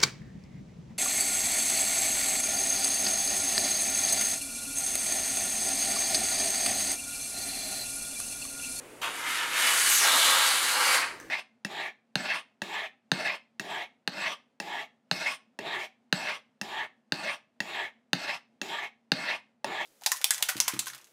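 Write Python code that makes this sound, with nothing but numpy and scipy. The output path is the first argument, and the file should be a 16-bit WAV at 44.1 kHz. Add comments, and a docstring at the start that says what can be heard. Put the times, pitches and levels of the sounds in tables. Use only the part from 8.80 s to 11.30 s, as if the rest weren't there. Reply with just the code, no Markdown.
"""First comes a faint hush: gas seeps from a pressurised can in a small, quiet, bare-walled room.
The nozzle clicks, and foam spits, dribbles, then sprays fully onto a plate. Gas hisses,
bubbles tear at the nozzle and the heap of foam gurgles. The flow sputters out and the
nozzle clicks back. One microphone listens from a little way off."""
import sys
import numpy as np
from scipy import signal
from scipy.fft import rfft, irfft
from scipy.io import wavfile

SR = 44100
rng = np.random.default_rng(int(sys.argv[2]) if len(sys.argv) > 2 else 0)


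def waveform_to_disk(signal):
    """Save audio, clipped to [-1, 1], as 16-bit WAV at the path in sys.argv[1]."""
    frames = np.transpose(np.atleast_2d(signal))
    scaled = np.clip(frames, -1, 1) * 32767
    samples = np.round(scaled).astype(np.int16)
    wavfile.write(sys.argv[1], SR, samples)


N = 110250
T = np.arange(N) / SR
OPEN_S, CLOSE_S = 0.214, 2.231  # when the valve opens and shuts
FROTH_GRAIN, HISS_GRAIN = 0.6, 0.48  # 0 is a smooth rush, 1 is all crackle


def from_db(db):
    """Turn decibels into a gain to multiply by."""
    return 10 ** (np.asarray(db) / 20)


def rms_one(x):
    """Scale a sound so that its average strength (rms) is 1."""
    return x / np.sqrt(np.mean(x ** 2) + 1e-20)


def in_time(rows):
    """Join timed rows with straight lines, one curve for each value column."""
    times, *columns = np.transpose(rows)
    return [np.interp(T, times, column) for column in columns]


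def at_hz(points, hz):
    """Read a table between its pitches, with octaves evenly spaced."""
    pitches, values = np.transpose(points)
    return np.interp(np.log(np.maximum(hz, 1)), np.log(pitches), values)


def coloured(x, spectrum):
    """Set the balance of low and high pitches, fading below the first row; rms 1."""
    hz = np.arange(N // 2 + 1) * SR / N
    bass_fade = np.minimum(hz / spectrum[0][0], 1) ** 2
    return rms_one(irfft(rfft(x) * from_db(at_hz(spectrum, hz)) * bass_fade, N))


def drift(rate_hz):
    """A smooth random wander; rms 1."""
    r = np.exp(-2 * np.pi * rate_hz / SR)
    return rms_one(signal.lfilter([1], [1, -2 * r, r * r], rng.standard_normal(2 * N))[N:])


def ring(x, hz, fade_s):
    """Each hit rings at one pitch and fades by 60 dB in fade_s."""
    r, w = np.exp(-np.log(1000) / (fade_s * SR)), 2 * np.pi * hz / SR
    return signal.lfilter([0, np.sin(w)], [1, -2 * r * np.cos(w), r * r], x + 1e-18)


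def moving_resonance(x, hz, width_hz=1300, block=64):
    """Keep the sound near a gliding pitch with two filters in a row, each width_hz wide; rms 1."""
    out, state = np.zeros(N), np.zeros(4)
    r = np.exp(-np.pi * width_hz / SR)
    zeros = np.convolve([1, 0, -1], [1, 0, -1])
    for i in range(0, N, block):
        poles = [1, -2 * r * np.cos(2 * np.pi * hz[i] / SR), r * r]
        part = slice(i, i + block)
        out[part], state = signal.lfilter(zeros, np.convolve(poles, poles), x[part], zi=state)
    return rms_one(out)


def gas_seep():
    """Gas seeps faintly from the nozzle until the valve opens."""
    # tone of the seep: pitch_hz, relative_db
    tone = [(500, 2.5), (1200, -4.5), (2600, -4), (3500, -15), (5500, -19), (7000, -12.5), (9200, -9),
            (15500, -26)]
    return from_db(-53) * (T < OPEN_S) * coloured(rng.standard_normal(N), tone)


def room_noise():
    """The quiet room has a steady hush and a faint hum."""
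    # tone of the hush: pitch_hz, relative_db
    tone = [(25, -12), (60, -12.5), (90, -18), (125, -13.5), (205, -11), (260, -2), (440, -0.5),
            (700, -12.5), (1700, -15.5), (3500, -23), (8000, -28), (15500, -34)]
    # notes of the hum: pitch_hz, level_db
    notes = [(120, -70.5), (176, -69.5)]
    hum = sum(from_db(db) * np.sqrt(2) * np.sin(2 * np.pi * (hz * T + rng.random())) for hz, db in notes)
    return from_db(-52) * coloured(rng.standard_normal(N), tone) + hum


def bursting(grain, bubbles_per_s=2500):
    """Tiny bubbles of uneven size burst in rushing gas; grain is their share of the power."""
    sizes_db = 4 * np.minimum(rng.exponential(1, N), 5)
    kicks = from_db(sizes_db) * rng.choice([-1, 1], N)
    crackle = rms_one(kicks * (rng.random(N) < bubbles_per_s / SR))
    return np.sqrt(grain) * crackle + np.sqrt(1 - grain) * rng.standard_normal(N)


def spray(attack_s=0.0024, release_s=0.014):
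    """The open valve lets out gas and foam, with a slight flutter in loudness."""
    # how strongly each part of the flow sounds: time_s, gurgle_db, froth_db, hiss_db
    flow = [(.218, -42, -38, -48), (.235, -33.5, -38, -41), (.27, -39.5, -43, -49), (.31, -57, -42, -48),
            (.39, -46, -38, -43.5), (.445, -48, -36.5, -46.5), (.465, -44, -32, -41.5),
            (.56, -52, -33.5, -38.5), (.61, -42.5, -31, -44.5), (.67, -45.5, -38, -43.5),
            (.725, -42, -33, -40.5), (.795, -35.5, -26.5, -31), (.92, -38.5, -27, -29.5),
            (1.0, -43, -28, -29), (1.1, -43.5, -26.5, -27.5), (1.18, -56, -30.5, -25.5),
            (1.205, -36, -29.5, -30), (1.235, -30, -22.5, -28.5), (1.32, -35, -30, -29),
            (1.36, -26, -26, -28), (1.41, -40.5, -29, -29), (1.45, -30.5, -28.5, -28),
            (1.62, -33.5, -26.5, -30.5), (1.76, -41.5, -30, -32.5), (1.88, -41, -30.5, -32.5),
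            (1.975, -32.5, -29.5, -33.5), (2.05, -33, -27, -32), (2.16, -31.5, -34, -30.5),
            (2.2, -45.5, -45, -46), (2.25, -30, -31, -56)]
    gurgle_db, froth_db, hiss_db = in_time(flow)
    opening = np.clip((T - OPEN_S) / attack_s, 0, 1)
    closing = np.exp(-np.maximum(T - CLOSE_S, 0) / release_s)
    jet = from_db(gurgle_db + 1) * gurgle()
    jet += from_db(froth_db - 1.5) * froth()
    jet += from_db(hiss_db + 2.5) * hiss()
    jet += gap_ring()
    flutter_db = 0.55 * drift(45)
    return opening * closing * from_db(flutter_db) * (jet + spits_and_whistles())


def gurgle():
    """The heap of foam bubbles with a low, slightly wavering sound."""
    # tone of the heap: pitch_hz, relative_db
    tone = [(190, -51), (265, -13.5), (400, -18), (510, -9.5), (620, -6.5), (780, -4), (930, -1.5),
            (1250, 1), (1700, -7), (3000, -34)]
    waver_db = 0.29 * drift(20)
    return from_db(waver_db) * coloured(bursting(FROTH_GRAIN), tone)


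def froth():
    """Bubbles crackle as they tear at the nozzle."""
    # tone of the tearing bubbles: pitch_hz, relative_db
    tone = [(300, -36), (750, -10.5), (950, -8), (1300, -0.5), (2100, 2.5), (2550, -0.5), (2950, 0),
            (3500, -5), (4500, -19.5), (5400, -10.5), (9000, -26), (15000, -103)]
    return coloured(bursting(FROTH_GRAIN), tone)


def hiss(pops_per_s=30, pop_db=6):
    """Escaping gas hisses, and now and then a larger bubble bursts with a tick."""
    # tone of the gas: pitch_hz, relative_db
    tone = [(1500, -18), (3000, -5.5), (4500, 1.5), (5400, -4), (6600, 0), (8000, 0.5), (9500, 1),
            (10600, -2), (12600, -4.5), (14000, -11.5), (15700, -20)]
    gas = coloured(bursting(HISS_GRAIN), tone)
    pops = (rng.random(N) < pops_per_s / SR) * rng.standard_normal(N)
    return gas + from_db(pop_db) * pops


def gap_ring():
    """The gap between nozzle and foam rings hollowly, with a weak overtone about an octave up."""
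    # ring of the gap: time_s, pitch_hz, level_db
    glide = [(.22, 3080, -35), (.33, 3180, -54), (.55, 3480, -38.5), (.7, 3440, -43.5), (.85, 3460, -33),
             (.98, 4400, -52), (1.06, 6600, -46), (1.135, 6340, -28), (1.235, 5450, -30.5),
             (1.255, 3800, -29), (1.42, 3360, -27.5), (1.62, 3840, -31), (1.8, 3650, -35),
             (1.93, 4200, -36), (2.06, 4450, -32.5), (2.16, 4480, -30), (2.21, 4430, -42)]
    hz, db = in_time(glide)
    overtone = moving_resonance(bursting(HISS_GRAIN), 1.975 * hz)
    main_note = moving_resonance(bursting(HISS_GRAIN), hz)
    return from_db(db) * (main_note + from_db(-16) * overtone)


def nozzle_clicks(snap_s=0.00066, treble_cut_hz=7700):
    """The plastic nozzle snaps and rings briefly as it is pressed and let go."""
    # the press and the release: start_s, ring_db, snap_db
    clicks = [(0.219, -31, -20.5), (2.4004, -31, -29)]
    # notes the plastic rings at: pitch_hz, relative_db, fade_s
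    notes = [(1720, -3.5, 0.022), (2660, -12, 0.0035), (6100, -4.5, 0.0091)]
    hits, snap_level = np.zeros(N), 0
    for start_s, ring_db, snap_db in clicks:
        hits[int(start_s * SR)] = from_db(ring_db)
        snap_level += from_db(snap_db) * (T >= start_s) * np.exp(-np.abs(T - start_s) / snap_s)
    snap = signal.lfilter(*signal.butter(1, treble_cut_hz, fs=SR), snap_level * rng.standard_normal(N))
    return snap + sum(from_db(db) * ring(hits, hz, fade_s) for hz, db, fade_s in notes)


def spits_and_whistles():
    """Short swells of crackle: hollow spits of foam, bright surges of hiss and high nozzle whistles."""
    # hollow or whistling swells: peak_s, half_length_s, pitch_hz, filter_width_hz, level_db
    swells = [(0.242, 0.018, 2530, 1260, -31), (0.34, 0.095, 9460, 450, -54), (0.53, 0.098, 1324, 130, -38),
              (0.6, 0.062, 2090, 900, -43), (0.63, 0.053, 938, 70, -47), (1.016, 0.088, 9430, 300, -31.5),
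              (1.127, 0.033, 2970, 300, -36), (1.134, 0.051, 12400, 3000, -29.5),
              (1.54, 0.2, 1185, 440, -35.5), (1.764, 0.079, 9460, 900, -35.5),
              (2.134, 0.068, 1960, 1080, -26.5), (2.219, 0.02, 2240, 1400, -30.5)]
    out = 0
    for peak_s, half_length_s, hz, width_hz, db in swells:
        b, a = signal.iirpeak(hz, hz / width_hz, fs=SR)
        crackle = signal.lfilter(b, a, signal.lfilter(b, a, bursting(FROTH_GRAIN)))
        swell = np.exp(-((T - peak_s) / half_length_s) ** 2)
        out += from_db(db) * swell * rms_one(crackle)
    return out


def reverb_tail(bands=8):
    """Echoes off the bare walls blur into a one-second tail whose treble dies first."""
    # time the room takes to fade by 60 dB: pitch_hz, fade_s
    fades = [(250, 0.64), (1500, 0.45), (4000, 0.4), (9000, 0.38), (15000, 0.3)]
    t, hz = T[:SR], np.arange(SR // 2 + 1)
    noise_spectrum, tail = rfft(rng.standard_normal(SR)), 0
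    edges = np.geomspace(100, SR / 2, bands + 1)
    for low, high in zip(edges, edges[1:]):
        band = irfft(noise_spectrum * (hz >= low) * (hz < high), SR)
        fade_s = at_hz(fades, np.sqrt(low * high))
        tail += band * np.exp(-np.log(1000) * t / fade_s)
    return rms_one(tail * (t > .003)) / np.sqrt(SR)


def room(x, places=10, tail_db=-0.5, peak_width_hz=29.5):
    """The room adds close echoes, a tail that changes as the can moves, and favoured pitches."""
    # bounces off nearby surfaces: delay_ms, gain
    echoes = [(6.298, 0.13), (7.6, 0.16), (9.66, 0.19), (11.9, 0.3)]
    # pitches that the room favours: pitch_hz, boost_db
    peaks = [(510, 2.5), (932, 6), (1070, 0.5), (1242, 3), (1340, 1.5), (1522, 3.5), (1611, 5), (1953, 2.5),
             (2089, 2), (2175, 2), (2251, 3), (2950, 5)]
    out = x + sum(gain * np.interp(T - ms / 1000, T, x, left=0) for ms, gain in echoes)
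    place = np.linspace(0, places - 1, N)
    for k in range(places):  # each place has its own tail, blending into the next
        nearness = np.sqrt(np.maximum(1 - np.abs(place - k), 0))
        out += from_db(tail_db) * signal.fftconvolve(x * nearness, reverb_tail())[:N]
    for hz, db in peaks:
        b, a = signal.iirpeak(hz, hz / peak_width_hz, fs=SR)
        out += (from_db(db) - 1) * signal.lfilter(b, a, out)
    power = 1 + from_db(tail_db) ** 2 + sum(gain ** 2 for _, gain in echoes)
    return out / np.sqrt(power)


def scene():
    """The can sprays in the quiet room, the same in both channels."""
    can = room(spray() + nozzle_clicks())
    return np.tile(can + gas_seep() + room_noise(), (2, 1))


def record(dry):
    """The very highest treble is cut off steeply."""
    cutoff_hz = 15750
    return signal.sosfilt(signal.ellip(12, .1, 90, cutoff_hz, fs=SR, output="sos"), dry)


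dry = scene()
out = record(dry)
waveform_to_disk(out)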